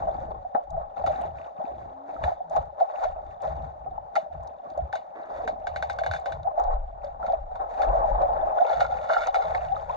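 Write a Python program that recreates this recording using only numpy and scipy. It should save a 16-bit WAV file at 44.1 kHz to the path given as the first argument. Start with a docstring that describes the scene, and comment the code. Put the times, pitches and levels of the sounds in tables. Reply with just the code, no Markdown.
"""Water sloshes and gurgles around a submerged camera in a watertight plastic housing.
The hollow ring of that case colours the churning water, dull knocks, sharp clicks, splashes and a
rubbing wash. Bubbles plip and glug, froth swishes past, and surges press on the case as low rumbles
and thumps. The water grows busiest in the last two seconds."""
import sys
import numpy as np
from scipy import signal
from scipy.fft import rfft, irfft
from scipy.io import wavfile
from scipy.ndimage import uniform_filter1d

SR = 44100
rng = np.random.default_rng(int(sys.argv[2]) if len(sys.argv) > 2 else 0)


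def generate_wav(signal):
    """Clip the signal to [-1, 1] and save it as 16-bit WAV at the path in sys.argv[1]."""
    frames = np.transpose(np.atleast_2d(signal))
    scaled = np.clip(frames, -1, 1) * 32767
    pcm = np.round(scaled).astype(np.int16)
    wavfile.write(sys.argv[1], SR, pcm)


N = 439236
T = np.arange(N) / SR
RING_T = T[:SR // 11]   # time axis of one short hit


# water washing over the case: (arrival [s], hold [s], churn [dB], gurgle [dB], rub [dB])
SLOSHES = [(0.0, .1, -33, -47.5, -66), (0.145, 0.11, -38.5, -48.5, -68), (0.3, 0.018, -37.5, -43.5, -70.5),
           (0.555, 0.014, -38, -54.5, -87), (0.73, 0.07, -34.5, -66, -75), (0.98, 0.069, -35, -52.5, -63.5),
           (1.065, 0.096, -36, -50, -62), (1.2, 0.055, -33, -46.5, -60.5), (1.37, 0.096, -42.5, -61, -65),
           (1.6, 0.099, -37, -47.5, -68.5), (1.74, 0.16, -49.5, -53, -72), (2.09, 0.15, -39.5, -53, -68),
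           (2.24, 0.042, -32.5, -52, -55.5), (2.54, 0.026, -29, -52, -58.5), (2.8, 0.03, -33.5, -81.5, -65),
           (2.9, 0.052, -35, -74.5, -65.5), (2.96, 0.054, -40, -68, -61), (3.02, 0.039, -29.5, -64, -59),
           (3.16, 0.027, -38, -66, -77), (3.25, 0.064, -53, -58, -71), (3.435, 0.057, -31, -53.5, -59),
           (3.56, 0.1, -40.5, -52.5, -69), (3.86, 0.057, -42, -54.5, -97), (4.165, 0.046, -41, -53, -67),
           (4.32, 0.18, -43.5, -63, -78), (4.65, 0.2, -43, -55, -73.5), (4.94, 0.02, -40, -71, -62.5),
           (5.17, 0.088, -43, -59, -70.5), (5.31, 0.13, -38, -56.5, -63), (5.44, 0.12, -41, -48.5, -76),
           (5.6, 0.11, -39, -77, -70.5), (5.74, 0.65, -40, -65, -67.5), (6.27, 0.036, -36.5, -57, -63.5),
           (6.465, 0.079, -36.5, -64, -88), (6.58, .16, -31.5, -72, -68), (7.045, 0.0083, -34, -62, -65),
           (7.225, .11, -32, -53, -64), (7.52, 0.02, -38, -66, -77), (7.61, 0.01, -31, -65, -71),
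           (7.7, 0.1, -37.5, -58.5, -62), (7.8, .35, -26.5, -49.5, -61), (8.2, 0.41, -28, -53, -66),
           (8.58, 0.12, -27.5, -57.5, -58.5), (8.7, 0.15, -30.5, -58.5, -54.5), (8.9, 0.17, -34, -60, -59),
           (9.105, 0.14, -31.5, -59, -51), (9.355, 0.15, -30, -63.5, -55.5), (9.51, 0.19, -35, -71, -60.5),
           (9.72, 0.11, -37.5, -60, -62.5), (9.9, 0.069, -36, -68, -60)]
# envelopes: (rise [dB/s], sag [dB/s], fall [dB/s], calm level [dB])
CHURN_SHAPE, GURGLE_SHAPE, RUB_SHAPE = (464, 3.5, 188, -45.5), (401.5, 5.5, 201, -65), (518, 10, 204.5, -80)
def sloshes(case):
    """Each slosh churns, gurgles, rubs and sprays, then drains away into calm water."""
    churning, gurgling, rubbing = envelopes(SLOSHES, [CHURN_SHAPE, GURGLE_SHAPE, RUB_SHAPE])
    body = from_db(-0.52) * churning * churn(case) + from_db(-2.5) * gurgling * gurgle(cycles=9.2)
    sheen = from_db(3) * rub(case) + from_db(-33) * spray(low_hz=5000, top_hz=10000)
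    return body + rubbing * sheen


# mid-heavy tone of the churn: (frequency [Hz], level [dB])
CHURN_COLOUR = [(200, -27), (400, 4), (530, 4), (690, -0.5), (820, 1.5), (1050, 1.5), (1500, -11.5),
                (2200, -19.5), (4000, -24), (9000, -27)]
def churn(case):
    """Churning water pelts the case with clumps of soft blows and with ringing bubbles."""
    blows = grains(3500, spread_db=2) * from_db(4.24 * drift(60))
    bubbles = bubbling(count=1500, spread_db=5, cycles=45.3, low_hz=541, top_hz=1702, rise_s=0.0031)
    force = blows / rms(passed(blows, [450, 1100], "band")) + from_db(-2.5) * bubbles / rms(bubbles)
    return evened(through(case, coloured(force, CHURN_COLOUR)), seconds=0.026)


def gurgle(cycles):
    """Big bubbles ring for a few cycles, each size at its own place between left and right."""
    out = 0
    for hz in np.geomspace(175, 510, 14):
        decay, step = from_db(-60 * hz / (cycles * SR)), 2 * np.pi * hz / SR
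        births = grains(hz / 10, spread_db=5.5) + 1e-18
        ringing = signal.lfilter([np.sin(step)], [1, -2 * decay * np.cos(step), decay * decay], births)
        pan_db = 4.5 + rng.normal(0, 4.5)
        out = out + from_db([[pan_db], [-pan_db]]) * ringing
    return lagged(evened(passed(passed(out, 110, "high"), 930, "low"), seconds=0.05))


# tones of the smooth wash and of its crackle: (frequency [Hz], level [dB])
WASH_COLOUR = [(400, -22), (900, -5.5), (1400, 2), (2200, -1.5), (4000, -2), (7000, 2.5), (10000, -5)]
CRACKLE_COLOUR = [(400, -34.5), (900, -7.5), (1400, -3), (2200, 2), (4000, 3), (7000, 4.5), (10000, -2)]
def rub(case):
    """Water slides along the shell in a rippling wash, with fine crackle and pinging droplets."""
    wash = coloured(rng.standard_normal(N) * from_db(2.6 * drift(45)), WASH_COLOUR)
    crackle = coloured(grains(450, spread_db=2.7) * from_db(2 * drift(40)), CRACKLE_COLOUR)
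    drops = bubbling(count=800, spread_db=3.5, cycles=27, low_hz=2500, top_hz=7500, rise_s=0.0003)
    force = wash / rms(wash) + from_db(-2.5) * crackle / rms(crackle) + from_db(-5) * drops / rms(drops)
    sound = through(case, force)
    return sound / rms(passed(sound.mean(0), 1800, "high"))


def spray(low_hz, top_hz):
    """Fine spray sparkles separately on each side."""
    sparks = passed(np.array([grains(160, spread_db=3.6) for _ in range(2)]), [low_hz, top_hz], "band")
    return sparks / rms(sparks)


# modes of the plastic shell: (frequency [Hz], width [Hz], left gain [signed], right gain [signed])
SHELL_MODES = [(520, 148, -0.068, 0.0357), (658.2, 63.2, 0.052, 0.25), (708.4, 196.5, 0.399, -0.5256),
               (719, 66.5, -0.56, 0.88), (763.6, 67, 0.48, -0.21), (823.6, 165.2, -0.346, 0.25),
               (1090, 119, -0.109, 0.0978), (1347, 709, 0.0771, -0.0339), (1450, 403.5, -0.0933, 0.0218),
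               (1580, 25, -0.024, 0.0213), (1790, 299, -0.0191, -0.0106), (2171, 62, 0.0114, -0.019),
               (2250, 140, 0.0049, -0.00132), (2410, 130, 0.0032, 0.00155), (2600, 1290, -0.00197, 0.00685),
               (2840, 17, 0.0004, -0.00163), (3073, 190, -0.00182, -0.00257), (3566, 240, 0.0028, 0.00709),
               (3630, 210, 0.00198, -0.00306), (3945, 110, -0.00134, -0.00453),
               (4465, 9, -0.000826, -0.00294), (4675, 990, -0.000945, -0.00144),
               (4960, 38, -0.000506, -0.000576), (5640, 200, 0.000191, 0.000404),
               (6590, 440, -3.35e-05, -0.000976), (7270, 1800, -0.00028, -0.00074),
               (8973, 3369, -2.37e-05, 3.74e-05)]
def housing_response():
    """The ring of the case after a tap; many modes push left and right in opposite senses."""
    tap = signal.unit_impulse(len(RING_T) // 2)
    return sum(np.outer(gains, resonance(tap, hz, width)) for hz, width, *gains in SHELL_MODES)


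# dull knocks on the case: (time [s], level [dB], pitch [Hz])
KNOCKS = [(0.072, -21.5, 653), (0.085, -18.5, 645), (0.45, -25, 714), (0.777, -24.5, 657),
          (1.041, -16.5, 664), (1.097, -19, 645), (1.105, -16, 604), (1.187, -28, 764), (1.603, -24, 605),
          (2.262, -27, 662), (2.279, -19, 724), (2.318, -24.5, 703), (2.405, -25, 720), (2.51, -25, 618),
          (2.562, -18.5, 713), (2.571, -22, 642), (2.809, -13.5, 743), (3.053, -18.5, 650),
          (3.862, -29, 744), (3.98, -25, 854), (4.168, -15.5, 795), (4.181, -17, 624), (4.263, -31, 627),
          (4.777, -21, 582), (4.791, -21, 672), (4.935, -22, 824), (4.944, -23, 785), (5.196, -31, 634),
          (5.402, -24.5, 683), (5.494, -20.5, 600), (6.016, -19.5, 634), (6.473, -18.5, 800),
          (6.577, -16, 670), (6.676, -20, 708), (7.3, -16.5, 740), (7.334, -15.5, 654), (7.804, -23, 760),
          (7.831, -24, 776), (7.953, -15.5, 654), (8.043, -17.5, 627), (8.209, -17, 580),
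          (8.369, -17.5, 630), (8.43, -17, 632), (8.718, -17, 633), (8.922, -21.5, 790),
          (9.164, -19.5, 770), (9.285, -19, 748), (9.359, -18, 712), (9.385, -21, 753)]
# small bubbles pinching off beside it: (time [s], level [dB], pitch [Hz])
PLIPS = [(2.166, -34, 1290), (4.166, -32, 1450), (7.23, -29.5, 1350), (7.835, -29, 1650),
         (8.5883, -27.5, 1455), (8.811, -24, 1330), (8.852, -27.5, 1390), (9.0982, -22.5, 1340),
         (9.103, -19.5, 1520), (9.127, -26, 1300), (9.1467, -21, 1470), (9.1685, -15, 1376),
         (9.7665, -27, 1240)]
def pitched_hits(case, rows, cycles, rise_s, glide):
    """Each knock or plip shakes the case for some cycles and wakes the modes near its pitch."""
    out = np.zeros((2, N))
    for s, db, hz in rows:
        shake = passed(bubble(hz, cycles, rise_s, glide), hz * 0.83, "high")
        add(out, s - 0.002, struck(case, shake, db))
    return out


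# sharp clicks on the case: (time [s], treble level [dB], body level [dB], ping pitch [Hz])
CLICKS = [(0.5482, -48, -20, 1530), (0.968, -47.5, -34.5, 1350), (1.063, -31, -41, 1324),
          (1.0734, -35, -24.5, 1370), (2.2373, -30, -31, 1670), (2.5644, -40, -21, 1170),
          (2.8014, -43.5, -30, 1380), (3.0384, -35, -26.5, 1420), (4.1544, -27, -36, 1350),
          (4.1609, -28.5, -27.5, 1330), (4.9272, -31.5, -52, 1520), (4.9541, -33, -32, 1510),
          (5.476, -29, -27.5, 1550), (5.6695, -29.5, -28, 1550), (5.7603, -27.5, -28, 1530),
          (5.8247, -25, -27.5, 1534), (5.898, -27.5, -29.5, 1540), (5.9866, -27.5, -31, 1530),
          (6.0357, -30.5, -31, 1610), (6.0626, -28.5, -24, 1610), (6.112, -25, -32, 1504),
          (6.136, -27, -28.5, 1604), (6.1484, -35, -42, 1490), (6.1624, -34.5, -41, 1610),
          (6.2582, -32, -28.5, 1525), (6.3214, -34, -35, 1530), (6.5964, -53, -23, 1340),
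          (7.2644, -40, -43, 1340), (7.5547, -43, -38, 1450), (7.8181, -30.5, -35, 1380),
          (8.2172, -40.5, -19.5, 1280), (8.8059, -22.5, -30, 1420), (9.0952, -45, -22.5, 1460),
          (9.2339, -31.5, -48, 1510), (9.2713, -29.5, -27, 1360), (9.3437, -24.5, -23.5, 1380),
          (9.3544, -27.5, -35, 1330), (9.5475, -32, -24.5, 1800)]
def clicks(case, chatter_t60, tail_t60):
    """A hard contact snaps and pings, with quick chatter and a faint tail; low modes ring beneath."""
    out = np.zeros((2, N))
    dying = from_db(-18.5 - 60 * RING_T / chatter_t60) + from_db(-29 - 60 * RING_T / tail_t60)
    for s, treble_db, body_db, hz in CLICKS:
        force = signal.unit_impulse(len(RING_T)) + dying * rng.standard_normal(len(RING_T))
        snap = passed(passed(force, 2170, "high", order=4), 9700, "low")
        ping = passed(bubble(hz, cycles=43, rise_s=0.000099, glide=0.01), 1150, "high", order=4)
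        add(out, s, struck(case, snap + from_db(1.5) * hollow(snap), treble_db - 5.5))
        add(out, s, struck(case, ping, treble_db + 0.5))
        add(out, s, struck(case, passed(force, 1100, "low", order=4), body_db + 3.5))
    return out


# round glugs: (time [s], length [s], level [dB], start pitch [Hz], end pitch [Hz])
GLUGS = [(0.565, 0.023, -26, 677, 736), (2.81, 0.029, -18.5, 710, 662), (6.448, 0.022, -24.5, 650, 750),
         (8.591, 0.04, -19.5, 677, 754), (8.809, 0.011, -14.5, 705, 780), (9.104, .022, -18, 620, 650),
         (9.712, 0.027, -21.5, 750, 800), (9.894, 0.018, -26.5, 910, 1077)]
def glugs(case):
    """A big bubble breaks loose against the case and sings briefly, most often rising."""
    out = np.zeros((2, N))
    for s, length, db, first_hz, last_hz in GLUGS:
        tone = np.pad(gliding(length, first_hz, last_hz), (0, len(RING_T)))
        add(out, s, struck(case, tone, db))
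    return out


# hard, hollow splashes: (arrival [s], hold [s], level [dB])
SPLASHES = [(8.67, 0.091, -47.5), (8.805, 0.014, -41), (8.85, 0.017, -50), (8.9, 0.2, -56),
            (9.1, 0.075, -39), (9.19, 0.053, -42.5), (9.353, 0.012, -48.5), (9.415, 0.018, -45)]
SPLASH_SHAPE = (1100, 7, 321, -90.5)   # (rise [dB/s], sag [dB/s], fall [dB/s], calm level [dB])
def splashes(case):
    """A shower of hard drops keeps the hollow of the case ringing."""
    strength, = envelopes(SPLASHES, [SPLASH_SHAPE])
    shower = evened(hollow(grains(500, spread_db=4.5)), seconds=0.059)
    sound = through(case, shower)
    return strength * sound / rms(passed(sound.mean(0), 1600, "high"))


# resonances of the enclosed air: (frequency [Hz], width [Hz], level [dB])
AIR_MODES = [(1398, 54, 4), (2185, 130, -2.5), (2898, 19, 6.5), (3560, 120, -3.5), (3730, 34, -4),
             (3970, 100, -1), (4375, 100, 0.5), (5003, 50, 3.5), (5775, 70, -5), (6390, 150, -3)]
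def hollow(force):
    """The air in the case rings on after a force."""
    return sum(from_db(db) * resonance(force, hz, width) for hz, width, db in AIR_MODES)


# flat slaps on the shell: (time [s], level [dB], top of the band [Hz])
SLAPS = [(0.546, -35, 1930), (2.238, -26, 3550), (4.159, -26, 2580), (4.928, -35, 2400),
         (9.5467, -26, 2350)]
def slaps(case, low_hz, t60):
    """A sheet of water lands flat: a short, hard midrange burst."""
    out = np.zeros((2, N))
    for s, db, top_hz in SLAPS:
        burst = from_db(-60 * RING_T / t60) * rng.standard_normal(len(RING_T))
        add(out, s, struck(case, passed(burst, [low_hz, top_hz], "band", order=4), db))
    return out


# soft swishes of froth: (arrival [s], hold [s], level [dB])
SWISHES = [(0.08, 0.21, -57), (5.157, 0.035, -43), (5.24, 0.054, -49), (5.335, 0.072, -45.5),
           (7.6, 0.017, -46.5), (7.8, .43, -42.5), (8.35, 0.14, -43)]
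# their muffled tone: (frequency [Hz], level [dB])
SWISH_COLOUR = [(150, -21.5), (330, -3), (750, 2.5), (1100, -3.5), (1700, -6), (2400, -22.5), (9000, -68)]
SWISH_SHAPE = (749.5, 8, 190.5, -80)   # (rise [dB/s], sag [dB/s], fall [dB/s], calm level [dB])
def swishes():
    """Froth sweeps past: countless tiny bursts merge into a swish with a fast attack."""
    strength, = envelopes(SWISHES, [SWISH_SHAPE])
    froth = coloured(grains(2500, spread_db=3), SWISH_COLOUR)
    return lagged(strength * evened(froth, seconds=0.036))


# surges of pressure: (arrival [s], hold [s], swell [dB], buffeting [dB])
SURGES = [(0.0, 0.12, -41.5, -43.5), (0.16, 0.23, -45, -43.5), (0.73, 0.056, -36.5, -43.5),
          (1.04, 0.08, -54, -41), (1.23, 0.14, -62, -45), (1.73, 0.15, -83, -49), (2.23, 0.019, -44, -39),
          (2.59, 0.041, -47.5, -41), (3.08, 0.076, -40, -50), (3.25, 0.042, -48, -48.5),
          (3.5, 0.16, -56, -37), (3.82, 0.2, -48, -49), (4.36, 0.055, -58, -42), (4.8, 0.043, -53, -42.5),
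          (5.37, 0.38, -49.5, -52.5), (5.72, 0.34, -64, -44.5), (6.1, 0.042, -50, -41),
          (6.33, 0.09, -54.5, -41), (6.68, 0.14, -26, -50.5), (6.94, 0.91, -43.5, -52),
          (7.4, 0.046, -34.5, -54), (7.55, 0.018, -44, -49.5), (7.885, 0.13, -29.5, -44),
          (8.08, 0.13, -32.5, -43.5), (8.24, 0.23, -38.5, -47), (8.78, 0.23, -49, -43.5),
          (9.2, 0.18, -48.5, -59.5), (9.48, 0.44, -45, -43.5)]
# tones of the sub-bass swell and the bass buffeting: (frequency [Hz], level [dB])
SWELL_COLOUR = [(12, -19), (24, 7.5), (42, 6), (58, 3), (90, -48.5), (400, -100)]
BUFFET_COLOUR = [(35, -21.5), (60, 6), (85, -0.5), (120, -8.5), (160, -8.5), (230, -35), (450, -55),
                 (2000, -110)]
# slower envelopes: (rise [dB/s], sag [dB/s], fall [dB/s], calm level [dB])
SWELL_SHAPE, BUFFET_SHAPE = (220, 7.5, 147.5, -80), (280, 10.5, 171.5, -75.5)
def surges():
    """Turbulent pressure leans on the case; returns its deep rumble and its smaller eddies."""
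    swell, buffeting = envelopes(SURGES, [SWELL_SHAPE, BUFFET_SHAPE])
    rumble = from_db(-2.5) * swell * turbulence(SWELL_COLOUR, seconds=0.041)
    rumble += from_db(0.6) * buffeting * turbulence(BUFFET_COLOUR, seconds=0.028)
    eddies = from_db(-6.5) * buffeting * passed(turbulence(BUFFET_COLOUR, seconds=0.03), 115, "high")
    return rumble, eddies


# soft, low bumps: (time [s], level [dB], pitch [Hz])
THUMPS = [(2.236, -23.5, 74.6), (2.583, -26.5, 66), (4.815, -26, 66.6), (6.091, -24.5, 88.6),
          (6.679, -26, 26.4), (6.73, -35, 52), (7.873, -18, 40.2), (8.103, -17, 38.1)]
def thumps(cycles):
    """The whole case is bumped and rocks for a few cycles."""
    out, t = np.zeros(N), T[:SR // 2]
    for s, db, hz in THUMPS:
        swing = np.sin(2 * np.pi * hz * t) * (t * hz) ** 2 * from_db(-60 * t * hz / cycles)
        add(out, s, from_db(db) * swing / np.abs(swing).max())
    return out


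# large air pockets: (time [s], length [s], level [dB], start pitch [Hz], end pitch [Hz])
POCKETS = [(0.545, 0.012, -22, 192, 287), (1.86, 0.37, -42.5, 251, 309), (2.43, 0.14, -44, 172, 151),
           (5.44, 0.034, -27, 492, 434)]
def pockets():
    """An air pocket hums and glides in pitch as it changes shape."""
    out = np.zeros(N)
    for s, length, db, first_hz, last_hz in POCKETS:
        add(out, s, from_db(db) * gliding(length, first_hz, last_hz))
    return out


# faint, bright ticks: (time [s], level [dB], pitch [Hz])
TICKS = [(0.141, -61, 3900), (0.704, -56.5, 6900), (1.214, -59, 8800), (2.4972, -56.5, 7000),
         (2.5615, -49, 6500), (3.4186, -54, 6500), (4.4313, -67, 7000), (4.4732, -55, 5500),
         (4.701, -56, 4600), (4.776, -57.5, 6530), (5.9295, -51, 5300), (6.197, -62, 7500),
         (6.431, -53, 3650), (6.598, -52.5, 6540), (6.6373, -53.5, 5070), (7.044, -53, 4700),
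         (7.321, -54, 3780), (9.269, -41, 6030), (9.5746, -51, 5000)]
def ticks(case, gain_db, width_hz, rise_s, t60):
    """A tiny drop bursts on the shell in a soft spit around its own pitch; only high modes answer."""
    out = np.zeros((2, N))
    envelope = (1 - np.exp(-RING_T / rise_s)) * from_db(-60 * RING_T / t60)
    for s, db, hz in TICKS:
        spit = resonance(envelope * rng.standard_normal(len(RING_T)), hz, width_hz)
        add(out, s, struck(case, passed(spit, hz * 0.77, "high"), db + gain_db))
    return out


def hiss(level_db, top_hz):
    """A faint, wide bed of smooth hiss."""
    noise = passed(rng.standard_normal((2, N)), top_hz, "low")
    return from_db(level_db) * noise / rms(noise)


def envelopes(rows, shapes):
    """One gain curve per dB column: waves rise, sag and fall, adding in power to calm water."""
    t, gains = T[::64], []
    arrival, hold, *peaks = np.transpose(rows)[:, :, None]
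    age = t - arrival
    before, held, after = np.maximum(-age, 0), np.clip(age, 0, hold), np.maximum(age - hold, 0)
    for peak_db, (rise, sag, fall, calm_db) in zip(peaks, shapes):
        db = peak_db - rise * before - sag * held - fall * after
        power = (from_db(db) ** 2).sum(0) + from_db(calm_db) ** 2
        gains.append(np.interp(T, t, np.sqrt(power)))
    return gains


def bubble(hz, cycles, rise_s, glide):
    """A bubble swells in, rings for some cycles and rises in pitch as it dies."""
    age = RING_T * hz / cycles
    envelope = from_db(-60 * age) * (1 - np.exp(-RING_T / rise_s))
    return envelope * np.sin(2 * np.pi * hz * RING_T * (1 + glide * np.minimum(age, 1)))


def bubbling(count, spread_db, cycles, low_hz, top_hz, rise_s):
    """Bubbles of many sizes, born at random."""
    out = np.zeros(N)
    for when, pitch, strength in rng.random((count, 3)):
        hz = low_hz * (top_hz / low_hz) ** (pitch ** 1.374)
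        gain = from_db(spread_db * min(-np.log(1 - strength), 3))
        add(out, when * T[-1], gain * bubble(hz, cycles, rise_s, glide=0.045))
    return out


def gliding(length, first_hz, last_hz):
    """A tone that swells, glides and fades."""
    progress = np.linspace(0, 1, int(length * SR))
    hz = first_hz + (last_hz - first_hz) * progress
    return np.sin(np.pi * progress) * np.sin(2 * np.pi * np.cumsum(hz) / SR)


def grains(per_s, spread_db):
    """Tiny impacts at random moments, mostly weak, a few strong."""
    out = np.zeros(N)
    at = np.flatnonzero(rng.random(N) < per_s / SR)
    size, sign = rng.random((2, N))[:, at]
    out[at] = from_db(spread_db * np.minimum(-np.log(1 - size), 5)) * np.sign(sign - 0.5)
    return out


def turbulence(colour, seconds):
    """Turbulent pressure: coloured noise held at an even level."""
    return evened(coloured(rng.standard_normal(N), colour), seconds)


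def drift(rate):
    """A random wander with a spread of 1 and `rate` turning points a second."""
    knots = rng.standard_normal(4096)
    return np.interp(T * rate, np.arange(len(knots)), knots) * np.sqrt(3 / 2)


def through(case, force):
    """A force rings through the case, in stereo."""
    return signal.oaconvolve(case, force[None], axes=1)[:, :len(force)]


def struck(case, force, db):
    """The answer of the case to one hit, its channel mean peaking at the given level."""
    sound = through(case, force)
    return sound * from_db(db) / np.abs(sound.mean(0)).max()


def lagged(x, lag_s=0.00019):
    """Sound in the water reaches the left side just after the right."""
    left, right = np.broadcast_to(x, (2, N))
    return np.array([np.interp(T - lag_s, T, left), right])


def resonance(x, hz, width):
    """One resonance with a gain of 1 at its top."""
    r = np.exp(-np.pi * width / SR)
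    feedback = [1, -2 * r * np.cos(2 * np.pi * hz / SR), r * r]
    return signal.lfilter([1, 0, -1], feedback, x + 1e-18) * (1 - r * r) / 2


def coloured(x, points, size=16384):
    """Minimum-phase EQ through the given (frequency [Hz], level [dB]) points."""
    hz, db = np.transpose(points)
    bin_hz = np.arange(size // 2 + 1) * SR / size
    gain = from_db(np.interp(np.log(bin_hz + 1), np.log(hz), db))
    cepstrum = irfft(np.log(gain))
    cepstrum[1:size // 2] *= 2
    cepstrum[size // 2 + 1:] = 0
    return signal.fftconvolve(x, irfft(np.exp(rfft(cepstrum))))[:len(x)]


def evened(x, seconds):
    """Holds the running rms of the channel mean at 1, leaving faster detail."""
    power = np.atleast_2d(x).mean(0) ** 2
    for _ in range(2):
        power = uniform_filter1d(power, int(seconds * SR))
    return x / np.sqrt(np.abs(power) + 1e-20)


def passed(x, hz, kind, order=2):
    """Butterworth filter."""
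    return signal.sosfilt(signal.butter(order, hz, kind, fs=SR, output="sos"), x + 1e-18)


def add(out, s, sound):
    """Mixes a sound in at time s."""
    at = max(int(s * SR), 0)
    out[..., at:at + sound.shape[-1]] += sound[..., :N - at]


def from_db(db):
    """Decibels to gain."""
    return 10 ** (np.asarray(db) / 20)


def rms(x):
    """Root mean square."""
    return np.sqrt(np.mean(x ** 2) + 1e-20)


def scene():
    """Water and contacts ring the case up front, over low pressure that passes straight in."""
    case = housing_response()
    water = sloshes(case) + swishes() + glugs(case) + splashes(case)
    water += slaps(case, low_hz=1394, t60=0.024)
    water += from_db(-2) * pitched_hits(case, PLIPS, cycles=45, rise_s=0.00013, glide=0.012)
    contacts = from_db(-0.33) * pitched_hits(case, KNOCKS, cycles=25.4, rise_s=0.00019, glide=0.045)
    contacts += clicks(case, chatter_t60=0.066, tail_t60=0.2)
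    contacts += ticks(case, gain_db=4, width_hz=2000, rise_s=0.00047, t60=0.023)
    rumble, eddies = surges()
    low = rumble + from_db(-2) * thumps(cycles=4.2) + from_db(-8.5) * pockets()
    # the low end leans left; eddies push the two sides in opposite senses
    low = low * from_db([[0.8], [-0.8]]) + eddies * [[1], [-1]]
    return water + contacts + low + hiss(level_db=-81, top_hz=3000)


def record(dry):
    """A steep low-pass takes off the top, 60 dB down from about 12 kHz."""
    return signal.sosfilt(signal.cheby2(12, 60, 11990, fs=SR, output="sos"), dry)


dry = scene()
out = record(dry)
generate_wav(out)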